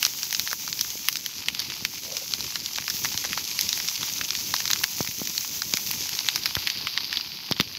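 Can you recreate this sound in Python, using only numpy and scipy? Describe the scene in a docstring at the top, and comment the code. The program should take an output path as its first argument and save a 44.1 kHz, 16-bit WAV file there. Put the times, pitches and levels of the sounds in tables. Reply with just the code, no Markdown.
"""Dry grass fire in a wood

A line of dry grass and leaf litter burns some metres from a small microphone.
The far, tiny stalk bursts merge into a grainy hiss of shaped noise and random grains.
Near stalks snap one by one as short filtered noise bursts, a few gas pockets thump as
falling sine swings, and the flames rumble softly below as puffing low noise."""
import sys
import numpy as np
from scipy import signal
from scipy.fft import rfft, irfft
from scipy.io import wavfile
from scipy.ndimage import uniform_filter1d

SR = 44100
rng = np.random.default_rng(int(sys.argv[2]) if len(sys.argv) > 2 else 0)


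def dump(signal):
    """Clip the signal to [-1, 1] and save it as 16-bit WAV at the path in sys.argv[1]."""
    limited = np.clip(np.atleast_2d(signal).T, -1, 1)
    pcm = np.round(limited * 32767).astype(np.int16)
    wavfile.write(sys.argv[1], SR, pcm)


N = 343098

# How hard the fire burns. Each row: time in seconds, level of the hiss body (below about 6 kHz) in dB,
# level of its top edge (about 6 to 9 kHz) in dB; both are trimmed in the hiss.
BLAZE = [(0.0, -35, -35), (1.0, -37, -36), (1.21, -39, -38.5), (1.62, -34.5, -46.5), (1.93, -39.5, -40),
         (2.3, -35, -37), (2.69, -36, -39.5), (3.03, -33, -32.5), (3.36, -33.5, -37), (3.64, -31.5, -33.5),
         (5.29, -35, -35), (5.72, -35.5, -35), (5.89, -32, -32), (6.63, -31.5, -43.5), (6.87, -32.5, -59),
         (7.78, -38, -56)]
# The loudest near stalks bursting. Each row: time in seconds, crack peak in dB, knock peak in dB,
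# knock pitch in Hz, peak of the high spit on top in dB.
NEAR_SNAPS = [(0.0282, -5, -7.5, 2320.0, -11.5), (0.0415, -25, -33, 2320.0, -20.5),
              (0.0507, -4.5, -9.5, 2540, -14), (0.0594, -17.5, -25, 2360.0, -19),
              (0.0644, -13, -24.5, 1200.0, -21), (0.2313, -11.5, -20, 1850, -27),
              (0.3084, -16.5, -23.5, 2250.0, -25), (0.3272, -11.5, -13, 2500, -15.5),
              (0.3481, -10, -13, 2560.0, -25), (0.3959, -6.5, -13.5, 2140, -10.5),
              (0.4748, -18.5, -15.5, 2000, -24.5), (0.5134, -14, -23, 1320.0, -27.0),
              (0.5299, -13.5, -15, 1120, -17), (0.6775, -17, -22.0, 1440.0, -30),
              (0.7283, -11.5, -20.5, 2480.0, -35), (0.792, -14, -17, 2800.0, -24),
              (0.8105, -7, -13, 3000, -11.5), (0.8476, -32, -22.5, 1940.0, -35.0),
              (0.9035, -16.0, -24.5, 2360, -26), (1.0856, -10.5, -5.5, 2420, -7),
              (1.1273, -18, -25, 2640.0, -21), (1.1566, -13, -18, 1750, -25.5),
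              (1.1699, -13.5, -22.0, 2710.0, -19.0), (1.2618, -14.5, -16.5, 2500, -19),
              (1.4847, -14, -6, 2600, -22.0), (1.5487, -15.5, -16, 2690.0, -27),
              (1.5936, -11, -22.5, 2260.0, -27.5), (1.6011, -15, -20.5, 2430.0, -20),
              (1.701, -19, -15, 2380.0, -36.5), (1.8503, -10, -9.5, 2320, -18.5),
              (2.1684, -11.5, -21.0, 2280.0, -25.0), (2.337, -8.5, -13.5, 2100, -30),
              (2.4065, -14.5, -28, 1170, -27), (2.5571, -17, -14, 1850, -30.5),
              (2.6602, -12, -20, 2610.0, -25), (2.7599, -18, -17, 2560, -24),
              (2.7842, -14.5, -12.5, 1530, -31), (2.88, -13, -14.5, 1340, -26.0),
              (2.8995, -10.5, -26, 2590.0, -22.0), (2.9029, -16, -22.5, 1700.0, -19.5),
              (2.9071, -16, -34, 2240.0, -28.0), (3.0474, -10.5, -14, 1840.0, -21.0),
              (3.0554, -18, -13.5, 1760, -24.5), (3.1759, -10.5, -18, 2200.0, -23),
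              (3.2411, -22, -18, 2410, -23), (3.2499, -15, -19.5, 1070, -28.5),
              (3.3312, -26, -10, 2350, -27.0), (3.3764, -17, -14.0, 1650, -23),
              (3.5905, -9.5, -13, 2130.0, -17), (3.6105, -9, -28, 2160.0, -9),
              (3.6907, -7.5, -20, 2100.0, -21), (3.7291, -7, -17, 2150.0, -21),
              (3.7751, -28, -19, 1650.0, -21), (3.8007, -25, -15.5, 2650, -26),
              (3.886, -8.5, -14, 2280.0, -32), (4.0305, -15, -15.5, 1810.0, -28),
              (4.2123, -26, -13.5, 2030, -36), (4.2881, -20, -21.0, 2640.0, -24.0),
              (4.3057, -8.5, -18, 2030, -28.5), (4.3517, -11.5, -15, 2160.0, -32),
              (4.5398, -9.5, -12.5, 1080.0, -19), (4.5638, -11, -20, 2510.0, -34),
              (4.6034, -16, -16, 1380, -26.5), (4.655, -10, -20, 1450.0, -23.5),
              (4.6779, -9.5, -22.0, 1520.0, -21), (4.7027, -10, -14, 2340.0, -24.0),
              (4.7081, -25, -14, 2530.0, -22.0), (4.7123, -6.5, -18, 1980.0, -13.5),
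              (4.733, -4, -12, 1630.0, -18), (4.7598, -17.5, -14.5, 2100.0, -25.0),
              (4.8361, -33, -11, 2400, -10.5), (4.8401, -7, -9.5, 2140, -25),
              (5.0742, -22, -18.5, 1770, -22), (5.2736, -15.5, -20.5, 2500, -23.0),
              (5.3791, -7.5, -20, 2480, -23), (5.6197, -12, -18.5, 1270, -25),
              (5.7375, -5.5, -16.5, 1800, -16.0), (5.7712, -9.5, -15.5, 1900, -18),
              (5.9127, -16, -17, 2270.0, -11.5), (6.0918, -15, -21, 2250.0, -18.5),
              (6.1512, -15, -27, 2440.0, -23.0), (6.19, -10, -14, 2290.0, -27.5),
              (6.2868, -7, -5.5, 2600, -23.5), (6.3591, -6.5, -17, 1500, -14),
              (6.4581, -9.5, -9, 2350, -16), (6.4622, -22, -18, 1890.0, -26),
              (6.5525, -10, -11, 2370.0, -15), (6.567, -18.5, -13.5, 1430, -24),
              (6.6724, -13, -8.0, 2090.0, -28.5), (6.6763, -17, -24, 2050.0, -24),
              (6.7006, -9, -11.5, 2490, -24), (6.7725, -14, -21, 2520.0, -42), (6.8707, -34, -9, 2300, -41),
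              (6.9647, -32, -27, 2160.0, -35.5), (6.9761, -8.5, -2.5, 2300, -31),
              (7.128, -17.5, -13.0, 2380.0, -29), (7.1715, -5.5, -17.5, 2320.0, -27),
              (7.21, -15, -29, 2140.0, -40), (7.5123, -13, -20, 860, -18.5),
              (7.5217, -6.5, -17, 1870.0, -41), (7.5651, -32, -20.5, 2130.0, -41.5),
              (7.5992, -10, -2.5, 2190.0, -19), (7.6087, -8, -12.5, 2330.0, -17)]
# Gas pockets bursting. Each row: time in seconds, peak of the swing in dB, pitch it falls to in Hz,
# peak of the first push in dB.
GAS_POCKETS = [(0.954, -30, 286, -97), (1.823, -30.5, 144, -49), (2.944, -32.5, 140, -60),
               (3.147, -30, 110, -39), (5.0062, -18.5, 136, -12), (5.087, -30.5, 130, -60),
               (5.2166, -21.5, 179, -22), (5.740, -24, 184, -29), (6.568, -22.5, 92, -25),
               (7.5124, -17.5, 136, -11.5), (7.6, -13, 185, -48), (7.616, -27.5, 200, -60)]
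# A short rough murmur of the flames. Each row: time in seconds, level in dB.
FLUTTER_LEVEL = [(2.02, -69), (2.04, -50), (2.126, -45.5), (2.186, -49), (2.2, -73), (2.222, -45),
                 (2.25, -67)]
# Colour filter of the hiss. Each row: frequency in Hz, gain in dB.
HISS_COLOUR = [(290, -54), (500, -28), (648, -12.5), (929, -6.5), (1290, -12), (1800, -10.5), (2370, -3),
               (3250, -2.5), (5220, -1.5), (6300, -3), (8650, -27.5), (12600, -5.5), (13900, -5.5),
               (15600, -5.5)]
# Colour filter of the flame rumble. Each row: frequency in Hz, gain in dB.
RUMBLE_COLOUR = [(18, -11), (35, -19), (60, -2), (86, -0.5), (160, 0), (339, -4), (606, -15), (700, -52),
                 (910, -38), (1540, -120)]

CRACK_HZ, CRACK_HZ_PER_DB = 5000, 44.5         # a crack is lower when the hiss is duller
CRACK_SPAN = np.array([0.73, 1.278])           # band edges as shares of the crack's pitch
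SPIT_BAND_HZ = [10940, 15330]
BODY_TOP_HZ, EDGE_TOP_HZ = 6270, 9300          # where the hiss is split into body, edge and treble
TREBLE_DB, TREBLE_FOLLOWS = -3.5, 0.18         # relative to the blaze body; share of the edge's swing
AIR_HZ, AIR_LOSS_PER_DB = 14100, 0.38          # the very top thins as the edge sinks
RUMBLE_DB, RUMBLE_FOLLOWS = -49, 0.65          # at the mean level of the blaze; share of its swing
FLUTTER_HZ, FLUTTER_WIDTH_HZ = 520, 150
MIC_BASS_HZ, MIC_TOP_HZ, MIC_LIMIT = 57, 15700, 0.92


def from_db(db):
    """Turns dB into gain."""
    return 10 ** (np.asarray(db) / 20)


def rms_one(x):
    """Scales a sound to rms 1."""
    return x / np.sqrt(np.mean(x ** 2) + 1e-20)


def peak_one(x):
    """Scales each row to peak 1."""
    return x / np.max(np.abs(x), axis=-1, keepdims=True)


def in_time(rows, **ends):
    """Draws each column of a table as a curve, one value per sample."""
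    s, *columns = np.transpose(rows)
    return [np.interp(np.arange(N) / SR, s, column, **ends) for column in columns]


def drift(rate_hz):
    """Slow chance: noise through a double one-pole low-pass, spread 1."""
    step = 40   # samples per slow value
    r = np.exp(-2 * np.pi * rate_hz * step / SR)
    noise = rng.standard_normal(N // step + 2002)
    slow = signal.lfilter([1], [1, -2 * r, r * r], noise)[2000:]   # skip the filter's run-in
    return np.interp(np.arange(N) / step, np.arange(len(slow)), rms_one(slow))


def butter(x, hz, kind, order=2):
    """Causal Butterworth filter along the last axis."""
    return signal.sosfilt(signal.butter(order, hz, kind, fs=SR, output="sos"), x)


def butter_in_place(x, hz, kind, order):
    """Butterworth filter run both ways, so nothing shifts in time."""
    return signal.sosfiltfilt(signal.butter(order, hz, kind, fs=SR, output="sos"), x)


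def resonance(x, hz, width_hz):
    """Two-pole band-pass with a gain of about 1 at its centre."""
    r = np.exp(-np.pi * width_hz / SR)
    feed = (1 - r * r) / 2 * np.array([1, 0, -1])
    back = [1, -2 * r * np.cos(2 * np.pi * hz / SR), r * r]
    return signal.lfilter(feed, back, x + 1e-18)


def coloured(x, colour):
    """Causal filter with the given colour (minimum phase from the folded cepstrum)."""
    colour_hz, colour_db = np.transpose(colour)
    hz = np.maximum(np.arange(2049) * SR / 4096, 10)
    gain = from_db(np.interp(np.log(hz), np.log(colour_hz), colour_db))
    cepstrum = irfft(np.log(gain))
    cepstrum[1:2048] *= 2
    cepstrum[2049:] = 0
    impulse = irfft(np.exp(rfft(cepstrum)))
    return signal.oaconvolve(x, impulse)[:N]


def add(out, s, sound):
    """Mixes a short sound in at a time in seconds."""
    at = max(round(s * SR), 0)
    out[at:at + len(sound)] += sound[:N - at]


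def snaps(brightness_db):
    """Each stalk tears within a millisecond, is mirrored by the ground and splutters on for a moment."""
    count, length = len(NEAR_SNAPS), 900
    out, t = np.zeros(N), np.arange(length) / SR
    noise = rng.standard_normal((3, count, length))   # one layer each for crack, knock and spit
    chance = rng.random((count, 2))
    echo_s, echo_share = 0.00033 + 0.0008 * chance[:, :1], 0.33 + 0.47 * chance[:, 1:]
    direct = np.exp(-t / 0.0005) * (1 - np.exp(-t / 0.00012))
    mirrored = echo_share * (t > echo_s) * np.exp(-np.abs(t - echo_s) / 0.00044)
    # the high power leaves only a few strong splinters
    splinters = uniform_filter1d(rng.random((count, length)) ** 40, size=12) * 12
    splutter = (0.053 + 0.15 * splinters) * np.exp(-t / 0.014) * (1 - t / t[-1])
    bursts = noise * (direct + mirrored + splutter)
    spits = peak_one(butter(bursts[2], SPIT_BAND_HZ, "band", order=3))
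    for k, (s, crack_db, knock_db, knock_hz, spit_db) in enumerate(NEAR_SNAPS):
        crack_hz = CRACK_HZ + CRACK_HZ_PER_DB * brightness_db[round(s * SR)]
        crack = butter(bursts[0, k], crack_hz * CRACK_SPAN, "band", order=3)
        knock = resonance(bursts[1, k], knock_hz, 0.75 * knock_hz)
        knock = butter(knock, [0.34 * knock_hz, 2.37 * knock_hz], "band")
        snap = from_db(crack_db) * peak_one(crack) + from_db(knock_db) * peak_one(knock)
        add(out, s - 0.0003, snap + from_db(spit_db) * spits[k])
    return out


def thumps():
    """A sudden push of gas, then a swing or two of the air, falling to the pocket's pitch."""
    out, t = np.zeros(N), np.arange(2600) / SR
    for s, swing_db, hz, push_db in GAS_POCKETS:
        push = -np.exp(-((t - 0.0004) / 0.00022) ** 2)
        phase = 2 * np.pi * hz * t * (1 + 0.89 * np.exp(-t / 0.0033))
        swing = np.sin(phase) * np.exp(-t * hz / 0.6)
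        add(out, s, from_db(push_db) * push)
        add(out, s + 0.00058, from_db(swing_db) * peak_one(swing))
    return out


def grains(per_s, spread_db, most_db, burst_s, top_hz, sharpness, clumps_db):
    """Random bursts of very uneven size, each a short splutter at one of ten pitches; rms 1."""
    sizes = from_db(np.minimum(spread_db * rng.exponential(1, N), most_db))
    born = rng.random(N) < per_s * from_db(clumps_db * drift(8)) / SR   # bursts come in clumps
    pitches, dealt = np.geomspace(850, top_hz, 10), rng.integers(0, 10, N)
    r = np.exp(-1 / (burst_s * SR))
    out = np.zeros(N)
    for k, hz in enumerate(pitches):
        decay = signal.lfilter([1], [1, -r], sizes * born * (dealt == k) + 1e-18)
        splutter = decay * rng.standard_normal(N)
        # thicker stalks are lower and louder
        out += resonance(splutter, hz, hz / sharpness) / hz ** 0.51
    return rms_one(out)


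def hiss(body_db, edge_db, treble_db):
    """Far crackle merged to noise, fine fizz, small separate crackles and thin high ticks, in one colour."""
    far = from_db(1.5 + 1.44 * drift(25)) * rng.standard_normal(N)
    fizz = grains(2500, spread_db=1, most_db=35, burst_s=0.0026,
                  top_hz=14200, sharpness=0.31, clumps_db=2.5)
    crackle = grains(300, spread_db=8.5, most_db=19, burst_s=0.00096,
                     top_hz=5460, sharpness=0.88, clumps_db=3.5)
    ticks = grains(200, spread_db=5, most_db=13, burst_s=0.0007,
                   top_hz=15000, sharpness=1.2, clumps_db=4)
    ticks = rms_one(butter(ticks, 9000, "high"))
    whole = coloured(far + fizz + from_db(-0.5) * crackle + from_db(-13) * ticks, HISS_COLOUR)
    # three bands that add up to the whole, so their levels can move apart without a hole between them
    body = butter_in_place(whole, BODY_TOP_HZ, "low", order=3)
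    below_treble = butter_in_place(whole, EDGE_TOP_HZ, "low", order=3)
    edge, treble = below_treble - body, whole - below_treble
    dullness_db = body_db - edge_db
    air = butter_in_place(treble, AIR_HZ, "high", order=2)
    treble = treble - np.clip(AIR_LOSS_PER_DB * dullness_db, 0, 0.9) * air
    # as the top edge sinks, the hiss gathers in a narrower band
    gathered = np.clip((dullness_db + 4.5) / 11.7, 0, 2) * resonance(body, 4730, 670)
    return (from_db(body_db - 3) * rms_one(body + gathered)
            + from_db(edge_db - 2.22) * rms_one(edge)
            + from_db(treble_db) * rms_one(treble))


def flames(rumble_db):
    """Turbulent low noise that comes in puffs, with a short rough murmur around one pitch."""
    puffs = from_db(3.3 * drift(12.3)) * rng.standard_normal(N)
    rumble = rms_one(coloured(puffs, RUMBLE_COLOUR))
    flutter_db, = in_time(FLUTTER_LEVEL, left=-120, right=-120)
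    rough = from_db(2 * drift(35)) * rng.standard_normal(N)
    flutter = resonance(rough, FLUTTER_HZ, FLUTTER_WIDTH_HZ)
    flutter = resonance(flutter, FLUTTER_HZ, 2 * FLUTTER_WIDTH_HZ)
    return from_db(rumble_db) * rumble + from_db(flutter_db) * rms_one(flutter)


def scene():
    """All the fire's sounds at one microphone; the treble and the rumble follow the blaze."""
    body_db, edge_db = in_time(BLAZE)
    brightness_db = edge_db - body_db
    treble_db = body_db + TREBLE_DB + TREBLE_FOLLOWS * brightness_db
    rumble_db = RUMBLE_DB + RUMBLE_FOLLOWS * (body_db - body_db.mean())
    fire = snaps(brightness_db) + thumps() + hiss(body_db, edge_db, treble_db) + flames(rumble_db)
    return fire[None]   # one channel


def record(dry):
    """The small microphone loses the deep bass, limits hard just under full scale and cuts the top."""
    heard = np.clip(butter(dry, MIC_BASS_HZ, "high", order=3), -MIC_LIMIT, MIC_LIMIT)
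    top_cut = signal.ellip(12, 0.5, 85, MIC_TOP_HZ, fs=SR, output="sos")   # ripple and stop-band in dB
    return signal.sosfilt(top_cut, heard)


dry = scene()
out = record(dry)
dump(out)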